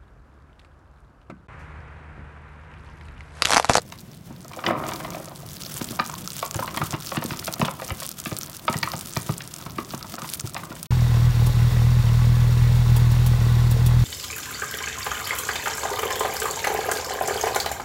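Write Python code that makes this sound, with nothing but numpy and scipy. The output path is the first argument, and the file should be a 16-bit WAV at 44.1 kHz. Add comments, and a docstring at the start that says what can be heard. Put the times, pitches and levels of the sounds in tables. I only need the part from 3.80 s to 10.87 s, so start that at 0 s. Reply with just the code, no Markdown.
"""In a kitchen, close up, diced onion is tipped from a thin plastic tub into hot butter in a stoneware pot.
Water droplets pop, crackle and sizzle in the fat: noise snaps that also ring the air of the pot.
A spatula taps and scrapes the tub (noise blows on tuned wall modes) and its bottom thuds as it flexes
(sagging swings), while the dice rattle out. A gas burner flutters low beneath, as slowly wavering noise."""
import sys
import numpy as np
from scipy import signal
from scipy.fft import rfft, irfft
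from scipy.io import wavfile
from scipy.ndimage import uniform_filter1d

SR = 44100
rng = np.random.default_rng(int(sys.argv[2]) if len(sys.argv) > 2 else 0)


def wrap_up_sound(samples):
    """Save the sound to the file named by the first command line argument, as 16-bit audio."""
    columns = np.atleast_2d(samples).T
    # keep every value between -1 and 1, then stretch to whole-number steps
    tamed = np.clip(columns, -1, 1)
    steps = np.round(tamed * 32767).astype(np.int16)
    wavfile.write(sys.argv[1], SR, steps)


N = 311787  # length in samples

# Loud droplets bursting in the fat. Each row: start in seconds, peak in dB before POP_DB, pitch in Hz.
DROPLET_POPS = [(0.018, -29, 9100), (0.1235, -24, 6200), (0.6467, -27, 6200), (0.6817, -24, 10900),
                (1.0667, -24, 9500), (1.0856, -18, 11200), (1.0898, -20, 6600), (1.1358, -19, 6600),
                (1.3045, -19, 5800), (1.457, -22, 9300), (1.5596, -23, 9300), (1.814, -23, 8400),
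                (1.8226, -21, 10900), (1.8354, -19, 6100), (1.9413, -16, 11100), (1.9848, -20, 12200),
                (2.0154, -17, 7500), (2.0434, -14, 8600), (2.1098, -16, 7200), (2.1189, -21, 11800),
                (2.1601, -20, 9100), (2.2624, -18, 7200), (2.2986, -16, 7900), (2.3407, -21, 6900),
                (2.4096, -23, 10500), (2.4586, -21, 7700), (2.4758, -12, 6200), (2.5041, -17, 5400),
                (2.5195, -21, 8700), (2.5329, -17, 8800), (2.5662, -17, 8900), (2.5823, -17, 6200),
                (2.5924, -18, 8200), (2.6009, -20, 9000), (2.6628, -18, 8400), (2.711, -11, 7300),
                (2.7442, -13, 6900), (2.7592, -20, 10200), (2.7664, -15, 6200), (2.7987, -21, 12600),
                (2.9422, -23, 10800), (2.9639, -14, 7700), (3.039, -19, 7900), (3.1082, -14, 7900),
                (3.1233, -15, 5700), (3.2026, -23, 10500), (3.2092, -20, 5200), (3.2236, -24, 5800),
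                (3.2322, -21, 5900), (3.2573, -23, 11500), (3.2631, -19, 7100), (3.2741, -21, 5200),
                (3.283, -20, 5200), (3.291, -22, 5900), (3.2931, -18, 9400), (3.3108, -22, 6000),
                (3.3418, -21, 12100), (3.3606, -19, 10200), (3.4402, -16, 11700), (3.4609, -19, 8300),
                (3.5724, -18, 10100), (3.5948, -14, 5500), (3.6586, -15, 10800), (3.6712, -15, 6000),
                (3.7264, -15, 9600), (3.7386, -10, 5600), (3.7963, -18, 12400), (3.8077, -19, 8400),
                (3.8553, -18, 8100), (3.9136, -20, 10000), (4.0147, -21, 10100), (4.0801, -19, 5600),
                (4.0971, -20, 8000), (4.1211, -20, 11300), (4.1715, -23, 10100), (4.2359, -19, 7100),
                (4.25, -20, 8300), (4.291, -12, 12500), (4.3156, -19, 8100), (4.3904, -19, 6900),
                (4.4009, -14, 11400), (4.4397, -20, 7100), (4.452, -15, 13000), (4.5432, -22, 7300),
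                (4.567, -11, 8500), (4.5875, -11, 13200), (4.6121, -17, 5500), (4.6327, -14, 6300),
                (4.6977, -19, 11800), (4.7311, -22, 8100), (4.7481, -22, 9800), (4.7678, -19, 10800),
                (4.852, -22, 9800), (4.9276, -14, 11500), (4.9387, -21, 7800), (4.9687, -16, 5800),
                (4.9777, -18, 13300), (4.9876, -13, 10100), (5.0293, -13, 5700), (5.0871, -18, 10600),
                (5.1181, -14, 5000), (5.1551, -19, 5200), (5.165, -21, 8300), (5.1738, -22, 9300),
                (5.18, -22, 11400), (5.2103, -12, 8200), (5.2589, -18, 11400), (5.2715, -19, 11900),
                (5.2941, -20, 12000), (5.3259, -20, 6900), (5.3363, -20, 8500), (5.3581, -16, 9100),
                (5.3715, -10, 6000), (5.4642, -20, 7400), (5.5098, -23, 11400), (5.5238, -21, 9100),
                (5.5808, -14, 11000), (5.621, -20, 6400), (5.6759, -19, 9800), (5.7403, -15, 8300),
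                (5.7633, -20, 8200), (5.8133, -21, 5500), (5.825, -27, 3600), (5.8985, -23, 4200),
                (6.0482, -24, 6500), (6.1069, -19, 5500), (6.1476, -17, 6600), (6.1781, -19, 10300),
                (6.2277, -18, 5200), (6.2687, -26, 6100), (6.3223, -19, 7000), (6.3401, -20, 5200),
                (6.3543, -20, 9000), (6.3644, -23, 7000), (6.4191, -17, 6900), (6.4787, -21, 8300),
                (6.5003, -14, 10300), (6.523, -24, 9000), (6.5368, -7, 10300), (6.5442, -17, 9200),
                (6.596, -18, 7500), (6.5988, -13, 7800), (6.6086, -14, 9300), (6.6738, -18, 6900),
                (6.6956, -22, 9200), (6.7453, -14, 7900), (6.8543, -23, 8000), (6.9535, -23, 8200),
                (7.0295, -13, 10100)]
# Knocks on the tub. Each row: time in seconds, peak in dB, low wall modes in dB and upper modes in dB,
# both against the modes near 1.1 kHz.
TUB_KNOCKS = [(0.1222, -25, -4, 3), (0.5058, -38, -1, -16), (0.649, -34, 2, -12), (0.715, -30, -8, -13),
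              (0.7339, -27.5, -13, 6), (0.7716, -26.5, 23, -9), (0.7903, -24.5, -16, -6.5),
              (0.8398, -18, -6, -4), (0.8646, -10.5, -9, 20), (0.938, -24, -3, -15), (1.012, -35, 2, -8),
              (1.0376, -19, 2, -5), (1.059, -22, -3, -9), (1.089, -21.5, -9, 1), (1.101, -27, -1, -4),
              (1.118, -22, -6, -1), (1.202, -26, -7, -1), (1.2476, -19.5, -1, -2.5), (1.285, -32, 10, -8),
              (1.321, -30, 6, 3), (1.347, -24.5, 10, 6), (1.367, -24.5, 19, -16), (1.399, -26, 15, -20),
              (1.476, -31.5, 6, -2), (1.514, -30, 4, -12), (1.631, -33, 14, -14), (1.86, -34.5, 8, -10),
              (1.963, -29, -10, 0), (2.0111, -23, -1, -2), (2.128, -30, 1, -20), (2.191, -15, -10, -10),
              (2.1965, -6, -10, -2.5), (2.2947, -23.5, -8, -6), (2.3361, -25, -26, -13),
              (2.6272, -12.5, -1.5, -7.5), (2.7469, -22.5, -9, -3.5), (2.791, -13.5, 2.5, -8),
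              (2.825, -18, -22, -21), (2.8779, -20, -6, 2), (2.945, -21.5, -8, -4),
              (2.973, -15, -5.5, -0.5), (3.0157, -13, -5.5, -5), (3.13, -22.5, -3, -12),
              (3.139, -19, -7, -2), (3.15, -27, -5, -10), (3.3185, -16.5, -4, -7), (3.348, -21, -6, -5),
              (3.357, -20, -12, -9), (3.3699, -13.5, -4, 3), (3.4231, -21, -0.5, -4),
              (3.5078, -19.5, -22, 0), (3.5347, -24, -40, -4), (3.6252, -28.5, -32, -1),
              (3.679, -16.5, 2, -2.5), (3.764, -32, 5, -3), (3.795, -25, 7, 3), (3.8152, -8.5, -6, -3),
              (3.8491, -16.5, -3, 5), (3.8819, -14.5, -5.5, -12), (3.998, -25.5, -25, -6),
              (4.0196, -19, 9, 1.5), (4.0872, -26.5, -7, -6), (4.1048, -17, -6, 1),
              (4.2205, -24.5, -2.5, -5.5), (4.4582, -18, -3, 5), (4.5146, -24.5, -1, -3),
              (4.691, -34.5, 1, -3), (4.881, -8.5, -9, -5), (4.929, -24, 4, 1), (4.941, -17, -4, -1),
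              (5.031, -9.5, -10, 7), (5.0733, -16.5, -18, -15), (5.135, -18.5, 1, -3.5),
              (5.3655, -14.5, -3, -3.5), (5.4916, -17, -0.5, -8.5), (5.6057, -23, -7, 13),
              (5.8, -33, -16, -4), (5.863, -26.5, -10, -6.5), (5.9838, -16, -10.5, -5),
              (6.136, -20, 1, -5.5), (6.209, -32.5, -20, -6), (6.2454, -29.5, -12, -9),
              (6.34, -26.5, 2, -3.5), (6.3824, -24, -5, -10), (6.421, -26, -17, -21),
              (6.444, -23.5, -16, -6), (6.75, -25.5, -1, -7), (6.765, -17, -3, -1.5),
              (6.8348, -24, -12, -7), (6.9047, -36, -11, 7), (6.916, -28, -6, -9), (6.964, -31, -18, 0)]
# The bottom of the tub flexes. Each row: time of the peak in seconds, peak in dB, pitch at the peak in Hz.
BOTTOM_THUDS = [(0.511, -28.5, 257), (2.017, -17, 254), (2.113, -23, 217), (2.206, -21.5, 230),
                (2.761, -19.5, 112), (2.808, -25, 162), (2.973, -23, 215), (3.014, -22.5, 187),
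                (3.032, -18.5, 133), (3.142, -17.5, 155), (3.379, -14, 201), (3.453, -16.5, 270),
                (3.52, -20.5, 181), (3.695, -28, 159), (3.801, -18.5, 208), (3.83, -11, 198),
                (4.119, -20, 92.8), (4.471, -21.5, 198), (4.525, -19.5, 175), (4.9, -17, 232),
                (4.961, -17.5, 160), (5.043, -24, 157), (5.147, -24, 170), (5.374, -16.5, 158),
                (5.501, -12.5, 148), (5.868, -29, 190), (5.99, -19, 291), (6.145, -21, 226),
                (6.344, -28.5, 297), (6.431, -27, 188), (6.647, -22, 124), (6.909, -26, 263),
                (6.937, -33, 230)]
# Onion dice slide out in a rush, then trickle. Each row: time in seconds, relative level in dB.
DICE_SLIDE = [(.68, -81), (.83, -53), (.88, -28), (.93, -31), (.99, -38), (1.05, -44), (1.2, -45.5),
              (1.39, -49.5), (1.44, -53), (1.52, -62), (1.75, -59)]
# How lively the fat is. Each row: time in seconds, level in dB that the crackle and hiss are set against.
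FAT_HEAT = [(0, -50), (.4, -59), (.7, -54), (.87, -40), (.98, -48.5), (1.1, -37), (1.3, -45.5), (1.7, -46),
            (2.0, -40), (2.35, -41.5), (2.58, -39), (2.9, -42), (3.05, -38.5), (3.18, -44.5), (3.3, -39),
            (3.6, -43), (4.1, -43), (4.45, -41), (4.75, -43.5), (5.2, -39.5), (5.6, -43.5), (5.9, -46.5),
            (6.55, -42.5), (7.07, -44)]
# Tub wall modes in four groups: main, low, upper, crack. Each row: pitch in Hz, relative level in dB,
# free decay to -60 dB in seconds, before RING_SHARE.
WALL_MODES = [
    [(990, 0, .045), (1070, 0, .05), (1190, 2, .05), (1320, -3, .03)],
    [(585, -2, .045), (640, 0, .05), (730, -2, .035)],
    [(1560, -2, .02), (1830, 0, .025), (2110, 0, .02), (2350, -3, .015)],
    [(2750, 0, .01), (3150, 0, .01), (3800, -1, .008), (4600, -3, .006)],
]
# Air modes of the pot. Each row: pitch in Hz, gain in dB, decay to -60 dB in seconds.
POT_AIR_MODES = [(1325, 16.5, 0.022), (2600, -3, 0.009)]
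# Colour of the fine hiss. Each row: frequency in Hz, relative density in dB per Hz.
HISS_COLOUR = [(880, 1), (1500, 7), (1960, 1), (3550, 7.5), (3960, 3), (5440, 6), (7920, 3.5), (15200, 4),
               (16000, 3.5)]
# Colour of burner and room. Each row: frequency in Hz, relative density in dB per Hz.
KITCHEN_COLOUR = [(18, -51), (30, -10.5), (124, -3), (149, 2), (194, -4.5), (280, -14.5), (384, -14),
                  (415, -18), (449, -20), (499, -19.5), (3220, -34.5), (16000, -50.5)]

POP_DB = 2  # added to every pop: the snap overshoots before the top is cut
CRACKLES_PER_S = 75
CRACKLE_DB, FINE_DB = 13.5, -1.5  # against the level of the fat
SURGE_DB = 2.07  # uneven boiling
CRACK_DB, CRACK_PER_EDGE = -0.5, 1.15  # the crack grows faster than the upper modes towards the rim
RING_SHARE = .55  # the hand on the tub shortens every ring
THUD_TURNS = 1.4  # from the start of a thud to its peak, in periods of its peak pitch
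SCRAPE_DB, SCRAPE_S = -54.5, 0.039  # spatula drag around every knock: level, reach
DICE_PER_S = 1400
KITCHEN_DB = -42  # RMS
TOP_HZ = 16000


def undb(db):
    """Turn dB into an amplitude factor."""
    return 10 ** (np.asarray(db) / 20)


def unit(x):
    """Scale to an RMS of 1."""
    return x / np.sqrt(np.mean(x ** 2))


def curve(table):
    """Draw a dB line through (seconds, dB) points, at -120 dB before the first."""
    s, db = np.transpose(table)
    return np.interp(np.arange(N) / SR, s, db, left=-120)


def colour(x, points):
    """Shape a noise to (Hz, dB) points."""
    hz, db = np.transpose(points)
    f = np.maximum(np.arange(N // 2 + 1) * SR / N, 1)
    gain = undb(np.interp(np.log(f), np.log(hz), db))
    return irfft(rfft(x) * gain, N)


def filtered(x, order, edges_hz, kind):
    """Pass x through a Butterworth filter."""
    return signal.lfilter(*signal.butter(order, edges_hz, kind, fs=SR), x)


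def ring(x, hz, t60):
    """One decaying mode driven by x."""
    pole = np.exp(2j * np.pi * hz / SR - np.log(1000) / (t60 * SR))
    return signal.lfilter([1], [1, -pole], x).imag


def walk(rate):
    """Random levels held 1 / rate s and slewed; spread near 1."""
    hold = int(SR / rate)
    steps = np.repeat(rng.standard_normal(N // hold + 1), hold)
    slewed = uniform_filter1d(uniform_filter1d(steps, hold), hold)
    return 1.3 * slewed[:N]


def add(out, s, sound, db):
    """Mix a short sound in at time s with the given peak."""
    i = max(int(s * SR), 0)
    scaled = undb(db) / np.abs(sound).max() * sound
    out[i:i + len(sound)] += scaled[:N - i]


def echo(x, t60, db, damp_hz):
    """A diffuse tail of many reflections, made of decaying dulled noise."""
    t = np.arange(int(t60 * SR)) / SR
    tail = rng.standard_normal(len(t)) * 1000. ** (-t / t60) * np.minimum(t / 0.0001, 1)
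    tail = filtered(tail, 1, min(damp_hz, .45 * SR), "low")
    tail = tail / np.sqrt(np.sum(tail ** 2))
    return x + undb(db) * signal.fftconvolve(x, tail)[:N]


def burst(hz, spit_s=0.0038, spit_db=-21, pot_s=0.0041, pot_db=-30, tone=1.28, ring_s=0.00045, edge=0.9):
    """A steam bubble tears open: a wide snap leaning to its own pitch, a spit of fat, echoes off the pot wall."""
    t, hiss = np.arange(1100) / SR, rng.standard_normal(1100)
    snap = np.sign(hiss) * np.exp(-(t / .00028) ** 2)
    spit = undb(spit_db) * np.exp(-t / spit_s)
    pot_echo = undb(pot_db) * np.exp(-t / pot_s)
    noise = snap + hiss * (spit + pot_echo)
    # small bubbles move too little air to reach far below their pitch
    wide = filtered(noise, 3, max(2200, .3 * hz), "high")
    sharp = np.diff(wide, n=2, prepend=[0, 0])
    # low bubbles ring longer
    pitched = ring(np.diff(noise, prepend=0), hz, ring_s * (9100.0 / hz) ** 2)
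    return unit(wide) + edge * unit(sharp) + tone * unit(pitched)


def fat():
    """Loud pops, a random crackle of smaller ones that comes in surges and a hiss of the finest."""
    heat = undb(curve(FAT_HEAT))
    pops, push, crackle = np.zeros(N), np.zeros(N), np.zeros(N)
    for s, db, hz in DROPLET_POPS:
        add(pops, s, burst(hz), db + POP_DB)
        # big, low bubbles shove the air column of the pot hardest
        add(push, s, rng.standard_normal(40), db - 41.0 - 7 * np.log2(hz / 5000))
    air = sum(undb(db) * ring(push, hz, t60) for hz, db, t60 in POT_AIR_MODES)
    for place, size, octave in rng.random((CRACKLES_PER_S * N // SR, 3)):
        # many weak crackles, a few strong ones
        add(crackle, place * N / SR, burst(4000 * 2 ** (1.9 * octave)), -5 * np.log(size + .08))
    fine = rng.standard_normal(N) * undb(4 * walk(200) + 1.5 * walk(40))
    fizz = undb(CRACKLE_DB) * crackle + undb(FINE_DB) * unit(colour(fine, HISS_COLOUR))
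    surge = undb(SURGE_DB * walk(21.93))
    return pops + air + heat * surge * fizz


def knock(groups_db, contact_s=0.0017, rattle_s=0.021, rattle_db=-18):
    """A soft edge skids on the wall for a few ms and the thin plastic ticks on in scattered clicks;
    each blow lands elsewhere and weights the modes anew."""
    t = np.arange(5000) / SR
    skid = t / contact_s * np.exp(1 - t / contact_s)
    chatter = undb(7 * np.repeat(rng.standard_normal(50), 100))
    shape = skid + undb(rattle_db) * chatter * np.exp(-t / rattle_s)
    out = 0
    for modes, group_db in zip(WALL_MODES, groups_db):
        edges_hz = (.85 * modes[0][0], 1.2 * modes[-1][0])
        force = filtered(rng.standard_normal(5000) * shape, 2, edges_hz, "band")
        # random dB and pitch shift for each mode
        spots = rng.standard_normal((len(modes), 2)) * (3, .04)
        part = sum(undb(db + lean_db) * ring(force, hz * (1 + bend), RING_SHARE * t60)
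                   for (hz, db, t60), (lean_db, bend) in zip(modes, spots))
        out = out + undb(group_db) * part / np.abs(part).max()
    return out


def thud(hz, length_s, sag=0.48, ring_on=2.03, shove=0.31, flap=0.33):
    """A short swing of the panel that sags in pitch as it slackens; it peaks after one length.
    The whole tub shoves the air once, and looser patches flap above the pitch."""
    peak = int(length_s * SR)
    u = np.arange(int(5 * length_s * SR)) / (length_s * SR) - 1  # in lengths, 0 at the peak
    phase = 2 * np.pi * np.cumsum(hz * np.exp(-sag * np.clip(u, -1, 2))) / SR
    phase = phase - phase[peak] + rng.uniform(-np.pi, np.pi)
    swing = np.where(u < 0, np.cos(np.pi / 2 * u) ** 2, 1 / np.cosh(ring_on * u))
    patches = unit(ring(np.diff(rng.standard_normal(len(u) + 1)), 314, 0.032))
    return swing * (np.cos(phase) + shove * np.cos(phase / 2) + flap * patches)


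def rubbing():
    """Dice and spatula scrape drive the same walls with many small random blows."""
    t = np.arange(N) / SR
    scrape = undb(SCRAPE_DB) * sum(np.exp(-((t - row[0]) / SCRAPE_S) ** 2) for row in TUB_KNOCKS)
    level = 2 * undb(curve(DICE_SLIDE)) + scrape
    # every piece lands as a soft blow about a millisecond long, each with its own weight
    lands = (rng.random(N) < DICE_PER_S / SR) * undb(2.5 * rng.standard_normal(N))
    blows = .03 + np.convolve(lands, np.hanning(90), "same")
    dice = rng.standard_normal(N) * blows * level
    walls = filtered(dice, 2, (480, 1900), "band")  # wet pieces land softly
    rattle = sum(undb(group_db + db) * ring(walls, hz, RING_SHARE * t60) * hz / 1000
                 for modes, group_db in zip(WALL_MODES, (-36.5, -27.5, -40.5, -47))
                 for hz, db, t60 in modes)
    low = filtered(dice, 2, 130, "high")
    belly = undb(-31.5) * ring(low, 218, 0.024) + undb(-25.5) * ring(low, 315, 0.022)
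    return rattle + belly


def tub():
    """Knocks, thuds and rubbing share one short diffuse tail."""
    out = np.zeros(N)
    for s, db, low_db, upper_db in TUB_KNOCKS:
        crack_db = CRACK_DB + CRACK_PER_EDGE * upper_db
        # starts early, as the skid takes a moment to build
        add(out, s - .0015, knock([0, low_db, upper_db, crack_db]), db)
    for s, db, hz in BOTTOM_THUDS:
        length_s = THUD_TURNS / hz
        add(out, s - length_s, thud(hz, length_s), db)
    return echo(out + rubbing(), t60=0.28, db=-14.0, damp_hz=3160)


def kitchen():
    """The burner flame flutters low over the hush of the room: one coloured noise of wavering level."""
    flutter = undb(2.0 * walk(11) + 0.24 * walk(1.38))
    return undb(KITCHEN_DB) * unit(colour(rng.standard_normal(N) * flutter, KITCHEN_COLOUR))


def scene():
    """Mix fat, tub and kitchen to one channel."""
    return (fat() + tub() + kitchen())[None]


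def record(dry):
    """Deep bass rolls off gently below 50 Hz; the top ends steeply at TOP_HZ."""
    low_cut = signal.sosfilt(signal.butter(2, 50, "high", fs=SR, output="sos"), dry)
    return signal.sosfilt(signal.ellip(10, .2, 70, TOP_HZ, fs=SR, output="sos"), low_cut)


dry = scene()
out = record(dry)
wrap_up_sound(out)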